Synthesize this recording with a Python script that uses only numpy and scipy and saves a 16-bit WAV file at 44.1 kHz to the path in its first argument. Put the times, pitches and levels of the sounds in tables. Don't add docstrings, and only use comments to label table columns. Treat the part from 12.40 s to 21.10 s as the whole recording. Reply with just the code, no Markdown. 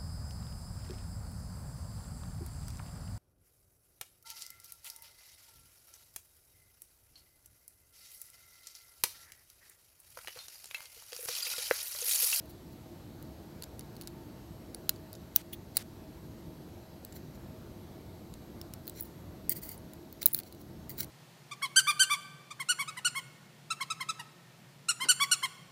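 import sys
import numpy as np
from scipy import signal
from scipy.fft import rfft, irfft
from scipy.io import wavfile
from scipy.ndimage import uniform_filter1d

SR = 44100
rng = np.random.default_rng(int(sys.argv[2]) if len(sys.argv) > 2 else 0)


def amplitude_ratio(level_db):
    exponent = np.asarray(level_db, float) / 20
    return 10 ** exponent


def put_to_file(sound):
    columns = np.atleast_2d(sound).T
    safe = np.clip(columns, -1, 1)
    whole_steps = np.round(safe * 32767)
    wavfile.write(sys.argv[1], SR, whole_steps.astype(np.int16))


N = 383669

# (frequency [Hz], width [Hz], level [dB])
STRUCK = [
    [(13300, 600, -3), (14400, 400, -6), (15350, 400, 0), (16300, 700, -16)],
    [(8370, 700, -8), (9600, 700, -9), (10700, 600, -6), (11900, 700, -8)],
    [(3100, 800, -11), (3850, 600, -5), (4500, 600, -6), (5710, 500, -8), (7000, 700, -8)],
    [(950, 450, -4), (1600, 500, -1), (2260, 400, -2)],
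]
# (frequency [Hz], width [Hz], level [dB])
RUBBED = [
    [(14200, 450, -6), (15450, 350, 0)],
    [(8700, 500, -10), (10000, 500, -1), (11800, 500, 0)],
    [(3500, 400, -11), (4150, 350, -2), (5750, 300, -3), (7250, 350, -5)],
    [(1530, 200, -4), (2120, 200, 0)],
]
# (frequency [Hz], width [Hz], level [dB])
RASPED = [
    [(14200, 300, -12), (15420, 260, 0)],
    [(8500, 350, -10), (9450, 350, -8), (10600, 500, -11), (11550, 300, -6), (12150, 280, 0)],
    [(3060, 200, -9), (4650, 300, 0), (5900, 300, -8), (6970, 300, -4)],
    [(2060, 170, 0)],
]
# (frequency [Hz], width [Hz], level [dB])
LOOSE_PIN = [
    [(14200, 250, -12), (15000, 200, 0), (15600, 250, -10)],
    [(9590, 300, -9), (10500, 260, 0)],
]
# tips, pin, arms, tray (level [dB])
SLIDE_PARTS_DB = (2, 0, -5, -17)


def evened(x):
    return x / np.sqrt(np.mean(x ** 2) + 1e-20)


def play(events, make_sound):
    track = np.zeros(N)
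    for start_s, *settings in events:
        sound = make_sound(*settings)
        part = track[round(start_s * SR):][:len(sound)]
        part += sound[:len(part)]
    return track


def ring(drive, modes, spread):
    t = np.arange(900) / SR
    luck = rng.standard_normal((len(modes), 2))
    body = np.zeros(len(t))
    for (hz, width_hz, db), (detune, louder) in zip(modes, luck):
        level = amplitude_ratio(db + spread * 170 * louder) * width_hz ** 2
        swell_and_fade = t * np.exp(-5 * width_hz * t)
        body += level * swell_and_fade * np.sin(2 * np.pi * hz * (1 + spread * detune) * t)
    return signal.fftconvolve(drive, body)


def contact(t60, rattle):
    t = np.arange(1200) / SR
    fade = amplitude_ratio(-60 * abs(t - .0009) / t60) * np.minimum(t / 0.001, 1) ** 2
    drive = rattle * rng.standard_normal(len(t)) * fade
    drive[40] += 1
    return drive


def strike(drive, parts, peaks_db):
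    rung = [ring(drive, modes, spread=.006) for modes in parts]
    return sum(amplitude_ratio(db) * r / abs(r).max() for db, r in zip(peaks_db, rung))


def tick(body, favoured_hz, tips_db, pin_db, arms_db, arms_hz):
    tips, pin, arms, tray = body
    tips_hz, pin_hz = np.multiply(favoured_hz, 1 + .015 * rng.standard_normal(2))
    tips = tips + [(tips_hz, 400, 2)]
    pin = pin + [(pin_hz, 380, -2)]
    arms = arms + [(arms_hz, 330, 0)]
    peaks_db = tips_db, pin_db + 6.0, arms_db + 8.0, arms_db - 2.5
    return strike(contact(t60=.009, rattle=.12), (tips, pin, arms, tray), peaks_db)


def stroke(press_s, release_s, peak_db):
    t = np.arange(0, press_s + release_s, 1 / SR)
    db = np.interp(t, (0, press_s, press_s + release_s), (-17.5, 0, -16.5))
    return amplitude_ratio(peak_db + db) * signal.windows.tukey(len(t), .15)


def rub(body, levels_db, fade):
    unevenness, grains = rng.standard_normal((2, SR // 4))[:, :len(fade)]
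    drive = amplitude_ratio(2.0 * evened(uniform_filter1d(unevenness, size=90))) * grains
    rung = [evened(ring(drive, modes, spread=0.003)[:len(fade)]) for modes in body]
    return fade * sum(amplitude_ratio(db) * r for db, r in zip(levels_db, rung))


def slide(body, parts_db, press_s, release_s, peak_db, weight):
    weight_db = np.array((0.1, 0.1, 8.8, 14.2))
    return rub(body, np.add(parts_db, weight * weight_db), stroke(press_s, release_s, peak_db))


def air():
    # (time [s], level [dB])
    swell = [(0.0, -54), (0.63, -52), (1.26, -49.5), (1.67, -51), (2.64, -51), (3.0, -52), (3.75, -50.5),
             (4.63, -52.5), (5.06, -49), (5.82, -51.5), (6.15, -49), (6.44, -52), (7.25, -50), (7.9, -54.5),
             (8.38, -50.5), (8.7, -49)]
    # (frequency [Hz], level [dB per Hz])
    air_colour = [(18, -19), (30, -13.5), (59, 2), (244, -3.5), (309, -12.5), (343, -6.5), (495, -13.5),
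                  (643, -15.5), (1210, -24), (2640, -31), (4350, -31), (11200, -39), (12100, -36.5),
                  (15700, -38)]
    frames, hz = N // 256 + 5, np.fft.rfftfreq(1024, 1 / SR)
    a, b, patches = rng.standard_normal((frames, 513, 3)).T
    patches = uniform_filter1d(uniform_filter1d(patches, size=8, axis=0), size=20, axis=1)
    patches = evened(patches)
    s, swell_db = np.transpose(swell)
    swell_db = np.interp(np.arange(frames) * 256 / SR, s, swell_db - swell_db.mean())
    share = 1 / (1 + (hz / 1500) ** 2)
    f, db = np.transpose(air_colour)
    colour = np.interp(np.log(hz + 1), np.log(f + 1), db) - 60 * (hz > 15850)
    z = (a + 1j * b) * amplitude_ratio(colour[:, None] + 1.2 * patches + share[:, None] * swell_db)
    return amplitude_ratio(-49) * evened(signal.istft(z, nperseg=1024, noverlap=768)[1][:N])


def fan():
    # (frequency [Hz], width [Hz], level [dB])
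    fan_tones = [(299, 14, -63), (340, 15, -61), (637, 12, -67), (735, 12, -76), (900, 10, -73.5),
                 (4420, 250, -79), (10300, 300, -85)]
    hz = np.fft.rfftfreq(N, 1 / SR)
    shape = np.zeros(len(hz))
    for f, width_hz, db in fan_tones:
        gain = amplitude_ratio(db) * np.sqrt(2 * SR / (np.pi * width_hz))
        shape += gain / (1 + (2 * (hz - f) / width_hz) ** 2)
    return irfft(rfft(rng.standard_normal(N)) * shape, N)


def whine():
    # (frequency [Hz], level [dB])
    whine_tones = [(3924, -78.5), (11771, -72.5)]
    t = np.arange(N) / SR
    return sum(amplitude_ratio(db) * np.sqrt(2) * np.sin(2 * np.pi * hz * t) for hz, db in whine_tones)


def touches():
    # (time [s], tips peak [dB], arms [dB], loudest arm tone [Hz])
    touch_events = [(0.057, -51, -63, 3920), (0.1078, -57, -61, 3920), (0.825, -43, -55, 7360),
                    (1.234, -40, -43, 4400), (1.4078, -55, -49, 4500), (1.5529, -52, -61, 4480),
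                    (1.565, -46, -51, 4220), (1.617, -44, -53, 3960), (1.6208, -42, -52, 4310),
                    (1.6344, -55, -53, 4300), (1.6774, -51, -48, 3960), (1.6804, -52, -58, 3940),
                    (2.5598, -61, -55, 4440), (2.7287, -37, -49.5, 4620), (2.738, -56, -53, 3960),
                    (2.751, -53, -49.5, 5330), (2.966, -27, -57, 3780), (1.527, -60, -64, 4300),
                    (2.756, -59, -57, 4400), (6.4547, -53, -61, 4860), (6.4684, -41, -55, 4300),
                    (6.484, -44, -57, 4480), (6.4966, -43, -52, 3920), (7.839, -46, -64, 4300),
                    (7.8748, -29, -45, 7260), (7.9993, -32, -48, 4190), (8.0331, -44, -48.5, 4330),
                    (8.1244, -42, -49, 4140), (8.1474, -49, -58, 4300), (8.6434, -35, -51, 5670)]

    def touch(tips_db, arms_db, arms_hz):
        pin_db = tips_db + 0.49 * (arms_db - tips_db) - 3
        return tick(STRUCK, (14200, 10700), tips_db, pin_db, arms_db, arms_hz)
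    return play(touch_events, touch)


def held_slides():
    # (time [s], press [s], release [s], peak [dB], weight on the tray [1 = full])
    slide_events = [(0.085, .015, .025, -59.5, 0.3), (0.316, .016, .014, -67, .6),
                    (3.345, 0.019, .003, -53, 0.9), (2.95, .009, .002, -48, .2),
                    (7.812, 0.0086, 0.0087, -46, 1.06), (7.83, 0.0073, .02, -58, 0.4),
                    (8.039, 0.035, .019, -61, .8), (8.189, 0.024, .017, -61, .2),
                    (8.565, 0.024, 0.018, -50.5, .7), (8.585, 0.022, 0.017, -38.5, 0.54),
                    (8.612, .02, 0.019, -48, 0.6)]
    tips, pin, arms, tray = RUBBED
    held = tips, pin, arms + [(4400, 350, -6)], tray
    return play(slide_events, lambda *row: slide(held, SLIDE_PARTS_DB, *row))


def nudges():
    # (time [s], tips peak [dB], pin [dB], arms [dB], loudest arm tone [Hz])
    nudge_events = [(1.2221, -39, -39, -40, 4300), (1.2383, -39, -48, -40, 7130),
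                    (1.3927, -38, -38, -46, 5700), (1.6112, -38, -42, -44.5, 4250),
                    (1.6726, -38, -39.5, -40, 4170), (2.3456, -37, -35, -39, 4320),
                    (2.4922, -14, -21.5, -23.5, 4230), (7.9453, -11.5, -24.5, -29.5, 4270),
                    (4.7233, -52, -57, -48, 7440), (4.7274, -54, -59, -53, 7180)]
    favoured_hz = 14200, 10700
    return play(nudge_events, lambda *row: tick(STRUCK, favoured_hz, *row))


def skids():
    # (time [s], length [s], dull hiss [dB], bright hiss [dB])
    skid_events = [(2.503, 0.069, -67, -58), (2.967, 0.054, -54, -49), (3.384, .045, -51, -53),
                   (7.87, 0.055, -56, -40), (7.954, 0.059, -55, -48)]
    dull_band = signal.butter(1, (900, 7000), "band", fs=SR, output="sos")
    bright_band = signal.butter(2, (6000, 15500), "band", fs=SR, output="sos")

    def skid(length_s, dull_db, bright_db):
        t = np.arange(0, length_s, 1 / SR)
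        bite = np.exp(-t / 0.011)
        noise = rng.standard_normal(SR // 8)[:len(t)]
        dull = evened(signal.sosfilt(dull_band, noise))
        bright = evened(signal.sosfilt(bright_band, noise))
        hiss = amplitude_ratio(dull_db + 3 * bite) * dull + amplitude_ratio(bright_db - 20 * (1 - bite)) * bright
        return signal.windows.tukey(len(t), .15) * hiss
    return play(skid_events, skid)


def grips():
    # (time [s], tips peak [dB], pin [dB], arms [dB], loudest arm tone [Hz])
    grip_events = [(2.9602, -5.5, -18, -24, 5670), (4.6483, -39, -38, -49, 4190),
                   (6.2133, -39, -44, -43, 5300), (6.336, -39, -38.5, -42.5, 5270),
                   (6.4772, -27, -41, -43.5, 4150), (7.7258, -37, -47, -55, 4260),
                   (7.862, -4, -20, -31, 3980)]
    favoured_hz = 15250, 12000
    return play(grip_events, lambda *row: tick(STRUCK, favoured_hz, *row))


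def dragged_pin():
    # (time [s], press [s], release [s], peak [dB])
    drag_events = [(3.124, 0.0091, 0.018, -38)]
    # (frequency [Hz], width [Hz], level [dB])
    dragged_tray = [(3060, 590, -2.5), (3360, 310, 2), (4400, 480, -4), (5800, 1300, -11)]
    drag_parts_db = (-2, -10.5, -5)
    body = LOOSE_PIN + [dragged_tray]
    return play(drag_events, lambda *row: rub(body, drag_parts_db, stroke(*row)))


def snaps():
    # (time [s], tips peak [dB], pin [dB], arms [dB], loudest arm tone [Hz])
    snap_events = [(3.3681, -11, -19, -24.5, 4600), (3.3711, -23, -24, -35, 2300),
                   (3.376, -34, -43, -37, 4080), (5.9382, -50, -49, -47, 6740),
                   (6.4954, -33, -38.5, -51, 3800), (7.3771, -55, -46, -68, 3930),
                   (7.5338, -41, -48, -52, 7300), (7.8281, -23, -33, -35, 4050),
                   (7.8573, -5, -15.5, -35, 3800), (7.8575, -40, -23, -37, 1110),
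                   (7.8635, -30, -30, -37.5, 2260), (7.988, -21, -32.5, -38.5, 4160)]
    favoured_hz = 15350, 10300
    return play(snap_events, lambda *row: tick(STRUCK, favoured_hz, *row))


def open_slides():
    # (time [s], press [s], release [s], peak [dB], weight on the tray [1 = full])
    open_events = [(4.74, .025, .021, -55, 0.5), (6.545, .03, 0.038, -57.5, 1),
                   (6.575, 0.028, .003, -53.5, 0.85), (6.62, .03, .06, -62, .1),
                   (4.93, .02, .03, -70.5, 1.3)]
    # (frequency [Hz], width [Hz], level [dB])
    open_tips = [(14200, 450, 0), (15450, 350, -7)]
    body = [open_tips] + RUBBED[1:]
    return play(open_events, lambda *row: slide(body, SLIDE_PARTS_DB, *row))


def bounces():
    # (time [s], upper tones peak [dB], lower tones [dB])
    bounce_events = [(6.598, -41, -48), (6.6068, -26, -36.5), (6.623, -31, -43), (6.632, -39, -49),
                     (6.6548, -47, -58), (7.8824, -30, -50), (7.8874, -40, -47), (7.9174, -46, -45),
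                     (7.929, -27, -36), (7.9335, -18, -34), (7.9504, -25, -47), (7.9604, -39, -44),
                     (7.9644, -30, -52), (7.9764, -29, -42)]

    def bounce(upper_db, lower_db):
        return strike(contact(t60=0.017, rattle=0.087), LOOSE_PIN, (upper_db, lower_db + 4.5))
    return play(bounce_events, bounce)


def catches():
    # (time [s], tips peak [dB], pin [dB], arms [dB], loudest arm tone [Hz])
    catch_events = [(7.0934, -13, -22.5, -42, 6020), (7.1173, -22, -36, -46, 4550),
                    (7.29, -50, -37, -53, 6900), (7.3146, -38, -41, -58, 4620),
                    (8.4933, -32, -43, -51, 5900), (8.5024, -34, -49, -50, 4140),
                    (8.513, -43, -57, -56, 4400), (8.5797, -34, -53, -56, 4260),
                    (8.585, -32, -51, -54, 4270), (8.6046, -21, -33, -52, 4020),
                    (8.63, -37, -40, -46, 4000)]
    favoured_hz = 15450, 12000
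    return play(catch_events, lambda *row: tick(RASPED, favoured_hz, *row))


def rasps():
    # (time [s], press [s], release [s], peak [dB], weight on the tray [0-1])
    rasp_events = [(7.094, 0.0068, .022, -35.5, 0.4), (7.104, 0.019, 0.015, -35.5, 0.5),
                   (7.148, .018, 0.032, -42, 0.42), (7.214, 0.022, 0.023, -43.5, 0.43),
                   (7.238, .016, 0.063, -48, 0.4), (7.275, 0.02, 0.037, -50, .9),
                   (7.295, 0.023, .045, -50, .6), (7.325, .02, .02, -57, .6), (7.125, .015, .03, -62, 0.7),
                   (8.493, 0.0033, 0.034, -45, 0.55), (8.51, 0.018, 0.046, -61, .6)]
    # tips, pin, arms, tray (level [dB])
    rasp_parts_db = (-1.5, -1.5, -12.5, -22)
    return play(rasp_events, lambda *row: slide(RASPED, rasp_parts_db, *row))


def room(x):
    t = np.arange(SR // 4) / SR
    t60_s = .06
    tail = rng.standard_normal(len(t)) * amplitude_ratio(-60 * t / t60_s) * (t > .003)
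    tail = signal.lfilter([1], [1, -.6], tail)
    return amplitude_ratio(-23) * signal.fftconvolve(x, tail / np.linalg.norm(tail))[:N]


def scene():
    steady = air() + fan() + whine()
    metal = touches() + held_slides() + nudges() + skids() + grips() + dragged_pin()
    metal += snaps() + open_slides() + bounces() + catches() + rasps()
    no_bass = signal.butter(2, 750, "high", fs=SR, output="sos")
    metal = signal.sosfilt(no_bass, metal)
    return (metal + room(metal) + steady)[None]


def low_pass(x):
    return signal.sosfilt(signal.butter(12, 17310, fs=SR, output="sos"), x)


def record(dry):
    power_db = 10 * np.log10(abs(uniform_filter1d(dry[0] ** 2, size=900)) + 1e-12)
    fall = np.arange(N) * 13.3 / SR
    held_db = np.maximum.accumulate(power_db + fall) - fall
    over_db = np.maximum(held_db + 29.5, 0)
    late_db = np.interp(np.arange(N) - 0.038 * SR, np.arange(N), uniform_filter1d(over_db, size=300))
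    rumble_cut = signal.butter(3, 44, "high", fs=SR, output="sos")
    ducked = signal.sosfilt(rumble_cut, dry) / amplitude_ratio(.15 * late_db)
    treble_cut = signal.firwin(121, 16200, window=("kaiser", 6), fs=SR)
    mix = signal.oaconvolve(ducked, treble_cut[None], "same")
    return low_pass(mix)


dry = scene()
out = record(dry)
put_to_file(out)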